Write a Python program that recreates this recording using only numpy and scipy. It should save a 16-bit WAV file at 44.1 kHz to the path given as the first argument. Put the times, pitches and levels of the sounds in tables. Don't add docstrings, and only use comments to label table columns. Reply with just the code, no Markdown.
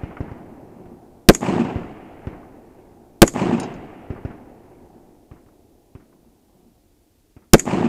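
import sys
import numpy as np
from scipy import signal
from scipy.fft import rfft, irfft, next_fast_len
from scipy.io import wavfile
from scipy.ndimage import uniform_filter1d

SR = 44100
rng = np.random.default_rng(int(sys.argv[2]) if len(sys.argv) > 2 else 0)


def to_wav(sig):
    pcm = np.clip(np.atleast_2d(sig), -1, 1) * 32767
    pcm = np.round(pcm).astype(np.int16)
    wavfile.write(sys.argv[1], SR, pcm.T)


N = 347508
AGE_S = np.arange(5 * SR) / SR
TOP_HZ = 15500

# [f/Hz, density/dB]
AIR_COLOUR = [(10, -20), (25, 5), (90, 2), (170, -7), (300, -2), (500, -15), (800, -20), (1300, -25),
              (2500, -25), (5000, -25), (15000, -26)]
AIR_DB = -60.2
# [t/s, level/dB before the low-pass]
SMACKS = [(.1690, -31), (2.4310, -46), (5.487, -57), (6.1272, -56)]
# [f/Hz, density/dB]
SMACK_COLOUR = [(200, -15), (700, -6), (1150, 0), (1700, -7), (2700, -11), (3800, -30), (5500, -24),
                (7500, -45), (15000, -65)]
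# [t/s, level/dB, contact softness as cut-off f/Hz]
BOUNCES = [(3.5995, -27, 10000), (3.6312, -28, 6500), (3.7395, -47, 7000)]
# [f/Hz, level/dB, t60/s]
BRASS_MODES = [(2745, -12, .16), (3182, -19, .25), (3890, -13, .14), (4480, -13, .1), (4860, -12, .1),
               (5300, -7, .09), (6078, -13, .1), (6400, -9, .08), (6750, -3, .04), (7009, -6, .08),
               (8750, -1, .05), (10900, -15, .02)]
# [t/s, level/dB before the thud's filters, berm slap delay/s, echo gain/dB]
NEIGHBOURS = [(.0343, -13.5, .074, -28), (.2053, -12.5, .073, -26), (.3155, -21, .056, -42),
              (.857, -32, .056, -44), (1.7585, -9.5, .056, -33), (2.2708, -13.5, .058, -36),
              (4.1035, -13.5, .056, -36), (4.2503, -13, .055, -35), (5.3135, -25.5, .047, -44),
              (5.462, -39, .056, -58), (5.9520, -26.5, .047, -39), (7.3655, -31, .056, -58)]
CRACK_DB, CRACK_DB_PER_DB = -32.5, .7

# [f/Hz, density/dB]
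ROLL_COLOUR = [(30, -4), (90, -2), (170, -5.5), (330, 0), (520, -8), (760, -5.5), (1100, -12), (2000, -12),
               (2900, -16), (3800, -29), (8000, -38), (15000, -58)]
# [f/Hz, t60/s]
ROLL_DECAY = [(40, 7), (150, 5.9), (320, 7.5), (750, 6.2), (1200, 3.7), (2500, 3), (5000, 2), (12000, 1)]
# [f/Hz, density/dB]
TREE_COLOUR = [(30, -25), (80, -19), (130, -3), (200, 0), (270, -1), (380, -5), (520, -15), (770, -9),
               (1100, -19), (1600, -24.5), (2700, -25), (3700, -36), (8000, -36), (15000, -70)]
# [f/Hz, t60/s]
TREE_DECAY = [(100, 30), (1000, 15), (3000, 6), (6000, 2), (12000, .8)]
# [delay/s, level/dB before filters, overpressure/s]
SLAPS = [(.1215, -20, .0010), (.1445, -7, .0006), (.2175, -9, .0018), (.2505, -10, .0018),
         (.296, -8, .0006)]
SLAP_SHARPNESS = 1.3
TREES_DB, TREES_START_S, TREES_RISE_S, TREES_HOLD_S, TREES_T60_S = -20, .115, .05, .14, .92

# [t/s from bolt closing, level/dB, t60/s]
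ACTION_CONTACTS = [(-.0140, -15, .035), (-.0030, -10, .02), (-.0005, 2, .012), (.002, -12, .07),
                   (.059, -22, .02)]
# [f/Hz, width/Hz, level/dB]
RECEIVER_MODES = [(340, 160, -6), (1250, 500, -11), (2170, 500, -7), (3450, 380, -15), (4730, 200, -15),
                  (5590, 300, -11), (6800, 380, 2), (7880, 700, -9), (9000, 700, -16), (11300, 800, -16)]
# [f/Hz, density/dB]
STEEL_COLOUR = [(1500, -30), (4000, -14), (4700, -9), (6000, -13), (6600, 0), (7500, -1), (8800, -8),
                (10200, -22), (11700, -16), (13000, -23), (16000, -34)]
# [f/Hz, density/dB]
NEAR_COLOUR = [(30, -3), (100, -12), (180, 0), (350, 1), (560, -11), (730, -12), (1200, -23), (2200, -22),
               (3500, -35), (7000, -32), (12000, -42), (16000, -56)]
# [delay/s, level/dB before the low-pass, overpressure/s]
BLAST_PATHS = [(.0007, 22, .0016), (.0041, 33, .0033), (.0096, 20, .0015), (.0121, 15, .0011),
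               (.0152, 1, .0014), (.0191, 9, .0010), (.0243, -7, .0012)]
BLAST_TOP_HZ, BLAST_DULLS_S = 15000, .0065
# [t/s, level/dB, bolt closing delay/s]
SHOTS = [(-0.70, 0, .062), (1.2866, 0, .0625), (3.2178, 0, .0605), (7.5332, 0, .0625)]


def from_db(db):
    return 10 ** (np.asarray(db) / 20)


def at_hz(points, hz):
    table = np.array(points)
    return np.interp(np.log(hz + 1e-9), np.log(table[:, 0]), table[:, 1])


def fade(t60_s, size):
    return np.exp(-np.log(1000) * AGE_S[:size] / t60_s)


def cut(x, hz, kind, order=2):
    sos = signal.butter(order, min(hz, SR / 2 - 1), kind, fs=SR, output="sos")
    return signal.sosfilt(sos, x + 1e-18)


def add(track, start_s, sound):
    at = round(start_s * SR)
    part = sound[max(-at, 0):max(len(track) - at, 0)]
    track[max(at, 0):max(at, 0) + len(part)] += part


def noise(colour, size, lumpy_db=0):
    clumps = uniform_filter1d(rng.standard_normal(size), size=300)
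    lump_gain = from_db(lumpy_db * np.clip(clumps / np.std(clumps), -2, 2))
    white = rng.standard_normal(size) * lump_gain
    colour_gain = from_db(at_hz(colour, np.fft.rfftfreq(size, 1 / SR)))
    x = irfft(rfft(white) * colour_gain, size)
    return x / np.std(x)


def resonate(x, hz, width_hz):
    r = np.exp(-np.pi * width_hz / SR)
    zeros = np.array([1, 0, -1]) * (1 - r * r) / 2
    poles = [1, -2 * r * np.cos(2 * np.pi * hz / SR), r * r]
    return signal.lfilter(zeros, poles, x)


def waver(size, turns_per_s):
    turns = rng.uniform(-1, 1, SR // 50)
    return np.interp(AGE_S[:size] * turns_per_s, np.arange(len(turns)), turns)


def dying_noise(colour, decay, size, lumpy_db, patchy_db, patches_per_s, count=32):
    spectrum = rfft(noise(colour, size, lumpy_db))
    centres_hz = np.geomspace(100, TOP_HZ, count)
    hz = np.fft.rfftfreq(size, 1 / SR)
    out = np.zeros(size)
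    for centre_hz, share in zip(centres_hz, np.eye(count)):
        band = irfft(spectrum * np.interp(hz, centres_hz, share), size)
        patches = from_db(patchy_db * waver(size, patches_per_s))
        out += band * fade(at_hz(decay, centre_hz), size) * patches
    return out


def blast_wave(push_s, suction=1):
    t = AGE_S[:SR // 8] / push_s
    return (1 - t) * (t < 1 + suction)


def arrivals(paths, suction=.66):
    out = np.zeros(len(AGE_S))
    for delay_s, db, push_s, top_hz in paths:
        add(out, delay_s, from_db(db) * cut(blast_wave(push_s, suction), top_hz, "low"))
    return out


def air():
    return from_db(AIR_DB) * noise(AIR_COLOUR, next_fast_len(N))[:N]


def bullet_smacks(t60_s=.055, top_hz=2100):
    out, size = np.zeros(N), SR // 10
    for start_s, db in SMACKS:
        burst = noise(SMACK_COLOUR, size) * fade(t60_s, size)
        add(out, start_s, from_db(db) * cut(burst, top_hz, "low"))
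    return out


def spent_case(tick_db=2, tick_t60_s=.016, ring_db=-8.5, split=.009):
    out, size = np.zeros(N), SR // 2
    for start_s, db, soft_hz in BOUNCES:
        ring = np.zeros(size)
        for mode_hz, mode_db, t60_s in BRASS_MODES:
            for side in (-1, 1):
                hz = mode_hz * (1 + side * split)
                gain = from_db(mode_db + rng.normal(0, 2))
                cycles = hz * AGE_S[:size] + rng.random()
                ring += gain * np.sin(2 * np.pi * cycles) * fade(t60_s, size)
        tick = cut(rng.standard_normal(size), 4000, "high") * fade(tick_t60_s, size)
        contact = from_db(ring_db) * ring + from_db(tick_db) * tick
        add(out, start_s, from_db(db) * cut(contact, soft_hz, "low", order=6))
    return out


def thud(push_s=.0042, suction=.75, low_hz=52, top_hz=450):
    return cut(cut(blast_wave(push_s, suction), top_hz, "low"), low_hz, "high")


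def berm_slap(thump_db=-16, spray_db=-29.5, spray_t60_s=.2, spray_top_hz=1700):
    size = SR // 2
    spray = noise(SMACK_COLOUR, size) * fade(spray_t60_s, size)
    out = from_db(spray_db) * cut(spray, spray_top_hz, "low")
    add(out, 0, from_db(thump_db) * thud(push_s=.003))
    return out


def neighbours(trees, roll, crack_t60_s=.085, scatter_db=-21, scatter_t60_s=.5, scatter_top_hz=2500,
               trees_db=0, roll_gain_db=13.5, echo_top_hz=900, far_trees_db=1, far_trees_s=.4):
    out, size = np.zeros(N), SR // 2
    woods = from_db(trees_db) * trees + from_db(roll_gain_db) * roll
    add(woods, far_trees_s, from_db(far_trees_db) * trees)
    echo = cut(woods, echo_top_hz, "low")
    for start_s, db, slap_s, echo_db in NEIGHBOURS:
        crack_db = CRACK_DB + CRACK_DB_PER_DB * db
        crack = noise(SMACK_COLOUR, size) * fade(crack_t60_s, size)
        scatter = noise(NEAR_COLOUR, size) * fade(scatter_t60_s, size)
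        add(out, start_s, from_db(db) * thud())
        add(out, start_s, from_db(crack_db) * crack)
        add(out, start_s, from_db(db + scatter_db) * cut(scatter, scatter_top_hz, "low"))
        add(out, start_s + slap_s, from_db(db) * berm_slap())
        add(out, start_s, from_db(echo_db) * echo)
    return out


def far_roll(level_db=-34.3, start_s=.12, rise_s=.2, lumpy_db=1.4, surge_db=1.6, surges_per_s=9,
             patchy_db=2.5, patches_per_s=12):
    size = len(AGE_S)
    rise = np.clip((AGE_S - start_s) / rise_s, 0, 1)
    level = from_db(level_db + surge_db * waver(size, surges_per_s)) * rise
    return level * dying_noise(ROLL_COLOUR, ROLL_DECAY, size, lumpy_db, patchy_db, patches_per_s)


def tree_swell(t_s):
    rise = np.clip((t_s - TREES_START_S) / TREES_RISE_S, 0, 1)
    past_hold_s = np.maximum(t_s - TREES_START_S - TREES_RISE_S - TREES_HOLD_S, 0)
    return rise * from_db(-60 * past_hold_s / TREES_T60_S)


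def trunk_slaps(level_db=-17.5, spread_db=2.5, depth_s=.4, shortest_s=.0004, longest_s=.0016, count=12):
    place, strength, girth = rng.random((count, 3)).T
    delay_s = TREES_START_S + depth_s * (np.arange(count) + place) / count
    swell_db = 20 * np.log10(tree_swell(delay_s) + 1e-9)
    db = level_db + spread_db * (2 * strength - 1) + swell_db
    push_s = shortest_s + (longest_s - shortest_s) * girth
    return list(zip(delay_s, db, push_s))


def tree_echo(lumpy_db=2.4, patchy_db=4, patches_per_s=45, slap_low_hz=125, slap_top_hz=1800):
    size = 2 * SR
    paths = [(delay_s, db, push_s, SLAP_SHARPNESS / push_s)
             for delay_s, db, push_s in SLAPS + trunk_slaps()]
    out = cut(cut(arrivals(paths), slap_low_hz, "high"), slap_top_hz, "low")
    wash = dying_noise(TREE_COLOUR, TREE_DECAY, size, lumpy_db, patchy_db, patches_per_s)
    add(out, 0, from_db(TREES_DB) * wash * tree_swell(AGE_S[:size]))
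    return out


def action(level_db=-1.5, steel_db=-41.5, steel_t60_s=1.02, closes_s=.06):
    contacts = np.zeros(SR)
    for start_s, db, t60_s in ACTION_CONTACTS:
        burst = rng.standard_normal(SR // 8) * fade(t60_s, SR // 8)
        add(contacts, closes_s + start_s, from_db(db) * burst)
    clack = np.zeros(SR)
    for k, (hz, width_hz, db) in enumerate(RECEIVER_MODES):
        clack += (-1) ** k * from_db(db) * resonate(contacts + 1e-18, hz, width_hz)
    steel = noise(STEEL_COLOUR, SR) * fade(steel_t60_s, SR)
    return from_db(level_db) * clack + from_db(steel_db) * steel


def muzzle(gas_db=16, gas_t60_s=.019, gas_peak_s=.0019, gas_top_hz=8500,
           heave_db=11.5, heave_hz=40, heave_t60_s=.052, near_db=4.5, near_t60_s=.066,
           linger_db=-29, linger_t60_s=.7, linger_top_hz=900):
    size = SR // 2
    t = AGE_S[:size]
    jet_rise = np.minimum(t / gas_peak_s, 1) ** 2
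    jet_fall = from_db(-60 * np.maximum(t - gas_peak_s, 0) / gas_t60_s)
    jet = from_db(gas_db) * cut(rng.standard_normal(size), gas_top_hz, "low") * jet_rise * jet_fall
    heave = from_db(heave_db) * np.sin(2 * np.pi * heave_hz * t) * fade(heave_t60_s, size)
    near = noise(NEAR_COLOUR, size)
    scatter = from_db(near_db) * near * fade(near_t60_s, size)
    dull = cut(near, linger_top_hz, "low", order=1)
    scatter += from_db(linger_db) * dull * fade(linger_t60_s, size)
    paths = [(delay_s, db, push_s, BLAST_TOP_HZ * np.exp(-delay_s / BLAST_DULLS_S))
             for delay_s, db, push_s in BLAST_PATHS]
    return arrivals(paths)[:size] + jet + (heave + scatter) * np.minimum(t / .004, 1)


def carbine(echo):
    out = np.zeros(N)
    for start_s, db, closes_s in SHOTS:
        for sound in (muzzle(), action(closes_s=closes_s), echo):
            add(out, start_s, from_db(db) * sound)
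    return out


def scene():
    trees, roll = tree_echo(), far_roll()
    background = air() + bullet_smacks() + spent_case()
    shooting = neighbours(trees, roll) + carbine(trees + roll)
    return (background + shooting)[None]


def record(dry, ceiling=.97):
    clipped = np.clip(dry, -ceiling, ceiling)
    return signal.sosfiltfilt(signal.butter(24, TOP_HZ, fs=SR, output="sos"), clipped)


dry = scene()
out = record(dry)
to_wav(out)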